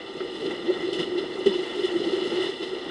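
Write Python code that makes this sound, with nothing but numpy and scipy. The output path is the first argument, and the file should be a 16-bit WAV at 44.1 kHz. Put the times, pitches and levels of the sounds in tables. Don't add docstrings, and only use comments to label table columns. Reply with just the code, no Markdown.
import sys
import numpy as np
from scipy import signal
from scipy.fft import rfft, irfft
from scipy.io import wavfile
from scipy.ndimage import uniform_filter1d

SR = 44100
rng = np.random.default_rng(int(sys.argv[2]) if len(sys.argv) > 2 else 0)


def transcribe(u):
    v = np.clip(np.atleast_2d(u).T, -1, 1)
    q = np.round(v * 32767).astype(np.int16)
    wavfile.write(sys.argv[1], SR, q)


N = 127890

# f/Hz, level/dB
HUM_TONES = [(799, -57.5), (899, -58.5), (1199, -56)]
# f/Hz, gain/dB
HOUSING_COLOUR = [(30, -52), (90, -33.5), (180, -25), (300, -21), (600, -25.5), (1100, -34.5), (1600, -39),
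                  (2400, -43.5), (3200, -31.5), (4400, -42), (5600, -44), (7500, -45), (10500, -55)]
# f/Hz, width/Hz, lift/dB
HOUSING_RESONANCES = [(366, 118.3, 18.2), (485, 88, 7), (860, 72, 4.1), (1340, 152, 11.25),
                      (1881, 98, 10.6), (2022, 215, 18.4), (2720, 116, 11.9), (2933, 159, 15),
                      (3510, 187, 12.1), (3950, 100, 8.2), (4127, 135, 13.2), (4461, 31, 13.8),
                      (4910, 34, 5.2), (5095, 236, 12.2), (6100, 56, 7.7), (8350, 210, 9.9), (9820, 61, 11),
                      (10852, 106, 8.3)]
# t/s, slosh level/dB
SLOSH_LEVELS = [(0, -40.5), (.14, -38.5), (.24, -31), (.32, -36.5), (.47, -28.5), (.62, -32), (.78, -30.5),
                (.94, -31), (1.05, -29.5), (1.2, -32.5), (1.55, -32), (1.68, -34), (1.85, -31), (2.1, -29),
                (2.45, -30), (2.58, -35.5), (2.64, -34.5), (2.9, -34)]
# t/s, patter level/dB, spray level/dB, fizz level/dB
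THROWN_LEVELS = [(0, -42, -46.5, -65.5), (.15, -45, -44.5, -61.5), (.38, -43.5, -42, -59),
                 (.52, -40, -40.5, -58.5), (.62, -40.5, -43.5, -61.5), (.8, -37.5, -39.5, -56.5),
                 (.92, -40.5, -40, -60), (1.1, -42, -43.5, -61.5), (1.42, -40.5, -42.5, -59),
                 (1.53, -39.5, -36, -55), (1.7, -38.5, -39, -56), (1.95, -38.5, -38, -55),
                 (2.2, -37.5, -37, -54), (2.46, -35.5, -36, -52.5), (2.57, -43, -41.5, -58.5),
                 (2.9, -40.5, -42.5, -61)]
# low f/Hz, high f/Hz, rate/(1/s), decay/cycles, spread/dB, wash/dB
SLOSH_BUBBLES = (101, 617.5, 648.5, 2.06, 2.5, -5)
PATTER_BUBBLES = (618.5, 2401, 900.5, 3.5, 2, 4.5)
SPRAY_BUBBLES = (2391, 5498, 1288, 5.5, 2, 3.5)
FIZZ_BUBBLES = (5491.5, 11495, 1793, 12.5, 7, 7.5)
# t/s, rise/s, decay/s, slosh/dB, patter/dB, spray/dB, fizz/dB
SPLASHES = [(0.201, 0.0055, 0.0099, -33, -33, -56, -68), (.44, 0.019, .025, -37, -55, -38, -62),
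            (.495, .018, 0.02, -44, -36, -40, -56), (0.928, .003, 0.031, -34, -46, -32.5, -45),
            (0.98, 0.019, 0.041, -30, -32, -33, -48.5), (1.027, 0.0037, 0.0079, -42, -53, -34, -53),
            (1.172, .014, 0.016, -34, -40, -32, -53), (1.385, .006, .016, -47, -54, -52, -53),
            (1.457, 0.0071, .02, -17, -33, -29.5, -46.5), (1.831, 0.027, 0.017, -41, -41, -33.5, -48),
            (2.615, 0.019, 0.018, -33, -39, -34, -56), (2.735, 0.013, 0.013, -39, -53, -38, -68)]
# t/s, length/s, mid-glide f/Hz, relative level/dB
AIR_POCKETS = [(0.207, 0.016, 371.0, -20.5), (0.425, 0.023, 363, -22.5), (0.467, 0.018, 367, -17),
               (0.506, 0.009, 410, -24), (0.641, 0.027, 237, -16.5), (0.681, 0.028, 366, -12),
               (0.697, 0.017, 557, -8), (0.716, 0.0077, 367, -19.5), (0.759, 0.01, 383, -20.0),
               (0.83, 0.029, 341.6, -18.5), (0.883, 0.01, 372, -22), (0.985, 0.036, 170, -13.5),
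               (0.995, 0.01, 362, -22), (1.009, 0.029, 329, -21), (1.067, 0.022, 353, -23),
               (1.374, 0.023, 375, -22.5), (1.502, 0.05, 964, -13), (1.588, 0.035, 380, -22.0),
               (1.77, 0.011, 383, -21.5), (1.787, 0.019, 395, -14.5), (1.832, 0.021, 374.0, -13.5),
               (1.854, 0.0058, 372, -31), (1.886, 0.011, 362, -23), (1.919, 0.011, 357, -17.5),
               (1.938, 0.033, 335.7, -13), (1.996, 0.0096, 332, -12.5), (2.016, 0.0066, 365, -13),
               (2.059, 0.029, 338, -14.5), (2.085, 0.039, 193, -14.5), (2.125, 0.018, 375, -15),
               (2.169, 0.032, 380.6, -18.5), (2.251, 0.011, 402, -14), (2.33, 0.018, 356, -17),
               (2.369, 0.022, 360, -19.0), (2.39, 0.037, 370.0, -15), (2.441, 0.006, 361.0, -16.5),
               (2.49, 0.0072, 353, -18), (2.618, 0.02, 319.6, -20)]
# t/s, rise/s, decay/s, f/Hz, level/dB ahead of the housing
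PLOP_CAVITIES = [(1.4615, 0.00094, 0.011, 395, 2), (1.461, 0.0012, 0.014, 453, -6),
                 (1.471, 0.028, 0.0086, 199, -6)]


def undb(db):
    return 10 ** (np.asarray(db) / 20)


def unit(x):
    return x / np.sqrt(np.mean(x ** 2))


def curve(table, column):
    rows = np.array(table)
    return undb(np.interp(np.arange(N) / SR, rows[:, 0], rows[:, column]))


def swell(start_s, rise_s, decay_s):
    age = np.arange(N) / SR - start_s
    return np.clip(age / rise_s, 0, 1) * np.exp(-np.maximum(age - rise_s, 0) / decay_s)


def wander(per_s):
    hold = int(SR / per_s)
    steps = np.repeat(rng.standard_normal(N // hold + 1), hold)
    return unit(uniform_filter1d(steps, hold)[:N])


def wash(low_hz, high_hz):
    band = signal.butter(4, [low_hz, high_hz], btype="band", fs=SR, output="sos")
    return unit(signal.sosfilt(band, rng.standard_normal(N)))


def background():
    t = np.arange(N) / SR
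    hum = sum(undb(db) * np.sqrt(2) * np.sin(2 * np.pi * hz * t) for hz, db in HUM_TONES)
    movement = unit(curve(SLOSH_LEVELS, 1) ** 0.51)
    return hum + undb(-62) * movement * wash(low_hz=22, high_hz=131)


def housing(sound):
    size = 8192
    f = np.maximum(np.arange(size // 2 + 1) * SR / size, 1)
    hz, db = np.array(HOUSING_COLOUR).T
    colour_db = np.interp(np.log(f), np.log(hz), db)
    peaks_db = sum(lift / (1 + (2 * (f - centre) / width) ** 2)
                   for centre, width, lift in HOUSING_RESONANCES)
    cepstrum = irfft(np.log(undb(colour_db + peaks_db)))
    ring = irfft(np.exp(rfft(2 * cepstrum[:size // 2], size) - cepstrum[0]))
    return signal.fftconvolve(sound, ring)[:N]


def bubbles(low_hz, high_hz, per_s, cycles, spread_db, wash_db, glide=0.075):
    smooth = wash(low_hz, high_hz)
    crowd = np.zeros(N + SR)
    for when, pitch, size, polarity in rng.random((int(per_s * N / SR), 4)):
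        hz = low_hz + (high_hz - low_hz) * pitch
        age = np.arange(int(5 * cycles * SR / hz)) * hz / SR / cycles
        size_db = spread_db * min(-np.log(1 - size), 3.5)
        gain = undb(size_db) * np.sqrt(hz / low_hz) * np.sign(polarity - .5)
        tone = np.sin(2 * np.pi * cycles * age * (1 + glide * age / 2))
        i = int(when * N)
        crowd[i:i + len(age)] += gain * np.exp(-age) * tone
    return unit(crowd[:N]) + undb(wash_db) * smooth


def churn():
    layers = [(SLOSH_BUBBLES, curve(SLOSH_LEVELS, 1)), (PATTER_BUBBLES, curve(THROWN_LEVELS, 1)),
              (SPRAY_BUBBLES, curve(THROWN_LEVELS, 2)), (FIZZ_BUBBLES, curve(THROWN_LEVELS, 3))]
    splashes = [(swell(start, rise, decay), dbs) for start, rise, decay, *dbs in SPLASHES]
    surge_db = 0.36 * wander(per_s=16)
    water = np.zeros(N)
    for k, (kind, level) in enumerate(layers):
        flicker_db = 1.02 * wander(per_s=60)
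        churn_power = (level * undb(surge_db + flicker_db)) ** 2
        splash_power = sum((shape * undb(dbs[k])) ** 2 for shape, dbs in splashes)
        water += np.sqrt(churn_power + splash_power) * unit(housing(bubbles(*kind)))
    return water


def gulps(glide=0.11, boost_db=2):
    out = np.zeros(N + SR)
    for start, length, hz, db in AIR_POCKETS:
        progress = np.arange(int(length * SR)) / (length * SR)
        tone = np.sin(2 * np.pi * hz * length * progress * (1 + glide * (progress - 1) / 2))
        arch = np.sqrt(np.sin(np.pi * progress))
        i = int(start * SR)
        out[i:i + len(tone)] += undb(db + boost_db) * arch * tone
    return out[:N]


def thud():
    envelope = swell(start_s=1.456, rise_s=0.0083, decay_s=0.018)
    return undb(-39.5) * envelope * wash(low_hz=25, high_hz=190)


def plop():
    t = np.arange(N) / SR
    return sum(undb(db) * swell(start, rise, decay) * np.sin(2 * np.pi * hz * (t - start))
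               for start, rise, decay, hz, db in PLOP_CAVITIES)


def scene():
    return (churn() + housing(gulps() + plop()) + thud() + background())[None]


def record(dry, top_hz=11100):
    lowpass = signal.ellip(14, .2, 85, top_hz, fs=SR, output="sos")
    return signal.sosfilt(lowpass, dry)


dry = scene()
out = record(dry)
transcribe(out)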